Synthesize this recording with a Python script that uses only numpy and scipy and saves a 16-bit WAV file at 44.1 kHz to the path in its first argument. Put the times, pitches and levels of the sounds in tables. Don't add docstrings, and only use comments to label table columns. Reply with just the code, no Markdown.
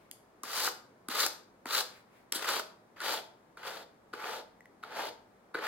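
import sys
import numpy as np
from scipy import signal
from scipy.fft import rfft, irfft, next_fast_len
from scipy.io import wavfile

SR = 44100
rng = np.random.default_rng(int(sys.argv[2]) if len(sys.argv) > 2 else 0)


def bounce(signal):
    frames = np.transpose(np.atleast_2d(signal))
    limited = np.clip(frames, -1, 1)
    pcm = np.round(limited * 32767).astype(np.int16)
    wavfile.write(sys.argv[1], SR, pcm)


N = 250047
TIME = np.arange(N) / SR


def from_db(db):
    return 10 ** (np.asarray(db) / 20)


def unit_rms(x):
    return x / np.sqrt(np.mean(x ** 2) + 1e-20)


def at_hz(curve, hz):
    points_hz, values = np.transpose(curve)
    return np.interp(np.log(np.maximum(hz, 1)), np.log(points_hz), values)


def bins(size):
    return np.fft.rfftfreq(size, 1 / SR)


def coloured(x, spectrum):
    length = x.shape[-1]
    size = next_fast_len(length)
    gain = from_db(at_hz(spectrum, bins(size)))
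    return unit_rms(irfft(rfft(x, size) * gain, size)[..., :length])


def resonate(x, modes):
    out = 0
    for k, (hz, width_hz, db) in enumerate(modes):
        radius = np.exp(-np.pi * width_hz / SR)
        poles = [1, -2 * radius * np.cos(2 * np.pi * hz / SR), radius ** 2]
        response = signal.lfilter([1, 0, -1], poles, x + 1e-18)
        out = out + (-1) ** k * from_db(db) * (1 - radius ** 2) * response
    return unit_rms(out)


def band(x, low_hz, high_hz):
    sections = signal.butter(2, [low_hz, high_hz], "band", fs=SR, output="sos")
    return unit_rms(signal.sosfilt(sections, x))


def widen(pair, coherence):
    length = pair.shape[-1]
    size = next_fast_len(length)
    mid, side = rfft(pair, size)
    alike = np.clip(at_hz(coherence, bins(size)), 0, 1)
    left_right = np.sqrt(1 + alike) * mid + np.sqrt(1 - alike) * side * [[1], [-1]]
    return irfft(left_right, size)[:, :length]


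# frequency in Hz, left-right coherence from 0 to 1.
ROOM_COHERENCE = [(100, 1), (300, 0.75), (700, .45), (1300, 0.027), (4500, .15), (6000, 0.3), (11000, 1)]

def diffuse_noise(size):
    return widen(rng.standard_normal((2, size)), ROOM_COHERENCE)


# frequency in Hz, relative spectral level in dB.
ROOM_TONE_SPECTRUM = [(25, -25.5), (40, -18), (50, -9), (75, -20), (100, -7), (155, -9), (200, -4),
                      (420, -5.5), (680, -7), (1100, -10.5), (1700, -17), (2600, -29), (5500, -31.5),
                      (14000, -43.5)]

def room_tone(level_db=-62.5):
    return from_db(level_db) * coloured(diffuse_noise(2 ** 18)[:, :N], ROOM_TONE_SPECTRUM)


# time of the peak in seconds, level in dB before gain_db.
SWISHES = [(0.02, -67.5), (1.96, -56), (2.17, -62.5), (5.33, -85)]
# frequency in Hz, relative spectral level in dB.
RUSTLE_SPECTRUM = [(300, -28.5), (1000, 0), (2200, 5), (2800, -3.5), (4300, -7.5), (5500, -12),
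                   (15000, -17)]

def sleeve_rustle(gain_db=-6, floor_db=-71.5, swish_s=0.055):
    swishes = sum(from_db(db) * np.exp(-((TIME - peak) / swish_s) ** 2) for peak, db in SWISHES)
    envelope = from_db(gain_db) * (from_db(floor_db) + swishes)
    return envelope * coloured(diffuse_noise(2 ** 18)[:, :N], RUSTLE_SPECTRUM)


# time in seconds, knock level in dB, knock frequency in Hz, thud level in dB,
# thud frequency in Hz, crunch level in dB, tick level in dB, spread of the contact in seconds.
TAPS = [(0.1135, -57, 2150, -76, 280, -50.5, -45, 0.00071),
        (0.435, -37, 1100, -52.5, 280, -50.5, -42.5, 0.0012),
        (1.087, -36.5, 1250, -42, 268, -42.5, -42, 0.0017),
        (1.658, -36, 1010, -44.5, 282, -52, -52.5, 0.0017),
        (2.324, -38, 1690, -49.5, 318, -32, -31, 0.0015), (2.358, -56, 1650, -45, 300, -31.5, -34, 0.015),
        (3.0047, -39, 1380, -65, 330, -44, -54, 0.0012), (3.018, -39, 1390, -57, 334, -49, -50.5, 0.003),
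        (3.574, -43.5, 1430, -65, 330, -61, -66, 0.0028), (4.138, -34, 1320, -43, 375, -47, -58, 0.0034),
        (4.837, -35.5, 1350, -58, 420, -49.5, -64, 0.0013),
        (5.547, -31, 1430, -41.5, 422, -45, -60, 0.0039),
        (5.553, -29.5, 1550, -37.5, 393, -55, -63, 0.0011), (5.59, -36, 1410, -48, 408, -48, -66, 0.0022)]
# multiple of the thud frequency, bandwidth in Hz, gain in dB.
LAP_MODES = [(.7, 70, -18), (1.0, 95, 10), (1.45, 140, 0.5)]
# frequency in Hz, bandwidth in Hz, gain in dB.
WIRE_MODES = [(3060, 1160, 0), (4110, 1310, 6), (4775, 1020, 1)]
# frequency in Hz, relative spectral level in dB.
TICK_SPECTRUM = [(2500, -29), (5400, -4.5), (7500, -5), (10500, -3.5), (13500, -8.5), (16000, -13.5)]

def card_taps(thud_gain_db=-10, knock_gain_db=-14, crunch_gain_db=-13, tick_gain_db=-10):
    size, lead_s, push_s = 4096, 0.01, 0.0003
    cushioned_width_hz, bare_extra_hz = 230, 220
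    out = np.zeros(N + size)
    t = np.arange(size) / SR - lead_s
    push = np.exp(-(t / push_s) ** 2)
    for time_s, knock_db, knock_hz, thud_db, thud_hz, crunch_db, tick_db, spread_s in TAPS:
        age = t / spread_s
        teeth = rng.standard_normal(size) * np.exp(-np.where(age < 0, age ** 2, age))
        bareness = np.clip((tick_db - knock_db) / 3 - 0.5, 0, 1)
        knock_mode = (knock_hz, cushioned_width_hz + bareness * bare_extra_hz, 0)
        thud_modes = [(ratio * thud_hz, width_hz, db) for ratio, width_hz, db in LAP_MODES]
        thud = from_db(thud_db + thud_gain_db) * band(resonate(push, thud_modes), 150, 900)
        knock = from_db(knock_db + knock_gain_db) * band(resonate(teeth, [knock_mode]), knock_hz / 2, 2200)
        crunch = from_db(crunch_db + crunch_gain_db) * band(resonate(teeth, WIRE_MODES), 2600, 5800)
        tick = from_db(tick_db + tick_gain_db) * coloured(teeth, TICK_SPECTRUM)
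        at = int((time_s - lead_s) * SR)
        out[at:at + size] += thud + knock + crunch + tick
    return out[:N]


def flutter(knots_per_s):
    knots = rng.standard_normal(N // 10)
    return np.interp(TIME * knots_per_s, np.arange(len(knots)), knots)


# frequency in Hz, left-right coherence from 0 to 1.
CARD_COHERENCE = [(200, 1), (700, 0.72), (1400, 0.88), (2700, 0.42), (3900, 0.58), (4900, 0.81),
                  (6000, 0.4), (9500, 0.27), (11000, .99)]

def tooth_snaps(per_s=10000, size_spread_db=3.5, slip_db=1.0, slips_per_s=450):
    sizes = from_db(size_spread_db * np.minimum(rng.exponential(1, (2, N)), 4))
    signs = rng.choice([-1, 1], (2, N))
    released = rng.random((2, N)) < per_s / SR
    row_slip = from_db(slip_db * flutter(slips_per_s))
    return unit_rms(widen(sizes * signs * released * row_slip, CARD_COHERENCE))


def pull_effort(t, rest, swell, hold, release, swell_db, fade_db):
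    speed = np.clip((t - rest) / swell, 0, 1)
    slack = np.clip((t - rest - swell - hold) / release, 0, 1)
    return -swell_db * (1 + np.cos(np.pi * speed)) / 2 - fade_db * slack


def tooth_accent(age, attack_s=0.0021, decay_s=0.0057):
    return np.exp(-np.where(age < 0, age / attack_s, age / decay_s) ** 2)


# frequency in Hz, bandwidth in Hz, gain in dB.
LOW_PADDLE_MODES = [(256, 270, -14.5), (383, 135, -4), (517, 117, -1), (692, 153, -3), (869, 68, 2.5),
                    (1088, 170, -4)]
# frequency in Hz, bandwidth in Hz, gain in dB.
UPPER_PADDLE_MODES = [(986, 97, -1), (1170, 340, -1.5), (1494, 188, 2.5), (1557, 456, -3), (2580, 93, -22)]
# frequency in Hz, relative spectral level in dB.
HISS_SPECTRUM = [(3000, -30), (5000, 8), (6800, 1.5), (9000, -3), (11500, -2.5), (14000, -2), (16000, -9)]
# time in seconds, then gain in dB
ACCENTS = [(0.601, -1, 2, 0), (0.677, 10, -3, -16), (1.203, -4, 5.5, 4), (1.236, 5.5, 5.5, 2),
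           (1.264, 9.5, 1, 13), (1.709, 7.5, 9.5, 5), (1.784, 5.5, 3, -2), (1.81, 11, 7, 9.5),
           (2.425, 8.5, 10, 13), (2.446, 10, -1, 7.5), (2.489, 6, 6, 7), (2.566, 5.5, 4, 1),
           (2.598, 7.5, 0, 5), (3.079, 1.5, -2, 1), (3.176, 3, 10, -1), (3.633, 6, 7, 1.5),
           (3.672, 4.5, 10, 4), (3.771, 9, 9.5, 6), (4.241, 7, 3.5, -1), (4.995, 6, -0.5, -0.5)]
# start, rest, swell, hold and release in seconds, base level at full pull
# in dB, depths of the swell and the release in dB, then relative weights in dB of the press on the wood,
# the bite of the wires and the hiss of the tips.
PASSES = [(0.441, 0.0, 0.15, 0.095, 0.023, -43, 11, 17, 10.5, 7.5, 6.5),
          (1.1, 0.003, 0.1, 0.044, 0.019, -40, 7.5, 5, 10, 8, 4.5),
          (1.668, 0.0, 0.1, 0.033, 0.014, -41, 12, 10, 11, 9, 7),
          (2.331, 0.078, 0.1, 0.049, 0.04, -39.5, 9.5, 4, 8.5, 4.5, -1.5),
          (2.964, 0.0013, 0.097, 0.08, 0.05, -38.5, 23, 9, 8, 3, -3),
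          (3.579, 0.029, 0.062, 0.021, 0.14, -45.5, 11.5, 8, 6, -0.5, -7),
          (4.133, 0.047, 0.097, 0.083, 0.047, -42.5, 8.5, 6.5, 4.5, -3.5, -10.5),
          (4.83, 0.043, 0.13, 0.038, 0.045, -39.5, 14, 2.5, 4, -3.5, -11.5),
          (5.55, 0.044, 0.078, 0.05, 0.018, -39, 9.5, 1, 7, -1.5, -11.5)]

def combing(ease_db=5, bite_growth=0.18, hiss_growth=0.4, ring_growth=2.03, touch_s=0.003, lift_s=0.012):
    snaps = tooth_snaps()
    tug = flutter(knots_per_s=260)
    tugged = snaps * from_db(2.5 * tug)
    low_wood = from_db(-1.12) * band(resonate(snaps, LOW_PADDLE_MODES), 120, 1210)
    upper_wood = from_db(-3.74) * band(resonate(tugged, UPPER_PADDLE_MODES), 1100, 3100)
    wires = from_db(-1.5) * band(resonate(snaps, WIRE_MODES), 2096, 5290)
    ring = from_db(-8.5) * band(resonate(tugged, [(4080, 600, 0)]), 3260, 5290)
    tips = from_db(1.06) * coloured(snaps * from_db(2.44 * tug), HISS_SPECTRUM)
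    out = np.zeros((2, N))
    for start, rest, swell, hold, release, drag_db, swell_db, fade_db, press_db, bite_db, hiss_db in PASSES:
        length = rest + swell + hold + release
        near = (TIME > start - 0.03) & (TIME < start + length + 0.03)
        t = TIME[near] - start
        effort_db = pull_effort(t, rest, swell, hold, release, swell_db, fade_db)
        press_db = press_db - ease_db * np.clip((t - rest - swell) / (hold + release), 0, 1)
        bite_db = bite_db + bite_growth * effort_db
        hiss_db = hiss_db + hiss_growth * effort_db
        wood = low_wood[:, near] + from_db(press_db) * upper_wood[:, near]
        steel = from_db(bite_db) * wires[:, near] + from_db(ring_growth * bite_db) * ring[:, near]
        hiss = from_db(hiss_db) * tips[:, near]
        accents_db = sum(np.outer(db, tooth_accent(TIME[near] - time_s)) for time_s, *db in ACCENTS)
        on_wood, on_wires, on_tips = from_db(accents_db)
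        contact = np.exp(-(np.minimum(t, 0) / touch_s) ** 2 - (np.maximum(t - length, 0) / lift_s) ** 2)
        envelope = contact * from_db(drag_db + effort_db)
        out[:, near] += envelope * (on_wood * wood + on_wires * steel + on_tips * hiss)
    return out


# start in seconds, level in dB before gain_db.
CLICKS = [(4.607, -53.5), (4.657, -54.5)]

def wood_clicks(gain_db=-12.5, mode_hz=1960, width_hz=110, tick_db=-15, contact_s=0.0013, size=4096):
    out = np.zeros(N + size)
    t = np.arange(size) / SR
    wood = unit_rms(np.sin(2 * np.pi * mode_hz * t) * np.exp(-np.pi * width_hz * t))
    for start, db in CLICKS:
        tick = band(rng.standard_normal(size) * np.exp(-t / contact_s), 2500, 12000)
        at = int(start * SR)
        out[at:at + size] += from_db(gain_db + db) * (wood + from_db(tick_db) * tick)
    return out[:N]


# frequency in Hz, time to decay by 60 dB in seconds.
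REVERB_TIME = [(200, 0.54), (530, 0.46), (1400, 0.43), (3700, 0.36), (9700, 0.3), (16000, 0.26)]
# frequency in Hz, level in dB re the direct sound.
REVERB_LEVEL = [(150, -8), (600, -2), (1500, -9), (4500, -6), (7000, -4.5), (15000, -11.5)]

def reverberation(x, build_s=0.0054, size=32768):
    t, hz = np.arange(size) / SR, bins(size)
    spectrum = rfft(diffuse_noise(size)) / np.sqrt(2) * from_db(at_hz(REVERB_LEVEL, hz))
    edges_hz = np.geomspace(60, 20000, 15)
    response = 0
    for low, high in zip(edges_hz, edges_hz[1:]):
        decay = from_db(-60 * t / at_hz(REVERB_TIME, np.sqrt(low * high)))
        envelope = decay * (1 - np.exp(-(t / build_s) ** 2))
        echoes = irfft(spectrum * ((hz >= low) & (hz < high)), size)
        response = response + echoes * envelope / np.linalg.norm(envelope)
    return signal.fftconvolve(x[None], response, axes=1)[:, :N]


def scene():
    cards = combing() + card_taps() + wood_clicks()
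    return cards + reverberation(cards.mean(axis=0)) + room_tone() + sleeve_rustle()


# frequency in Hz, lead of the left channel in radians.
MIC_PHASE = [(200, 0), (600, .6), (1600, 0), (2700, -1.2), (3900, -.6), (5200, -3.1), (7000, -4.5),
             (11000, -6.25), (14000, -6.3), (16000, -7)]
# frequency in Hz, left minus right level in dB.
MIC_BALANCE = [(100, .8), (600, .6), (2500, 1.8), (5000, 1.8), (9000, 4.5), (13000, .5)]

def record(dry, cutoff_hz=16100):
    size = next_fast_len(N + 4096)
    hz = bins(size)
    left, right = rfft(dry, size)
    lean = from_db(at_hz(MIC_BALANCE, hz) / 2)
    lag = np.exp(-1j * at_hz(MIC_PHASE, hz))
    low_pass = 1 / np.sqrt(1 + (hz / cutoff_hz) ** 160)
    pair = np.array([left * lean, right / lean * lag])
    return irfft(pair * low_pass, size)[:, :N]


dry = scene()
out = record(dry)
bounce(out)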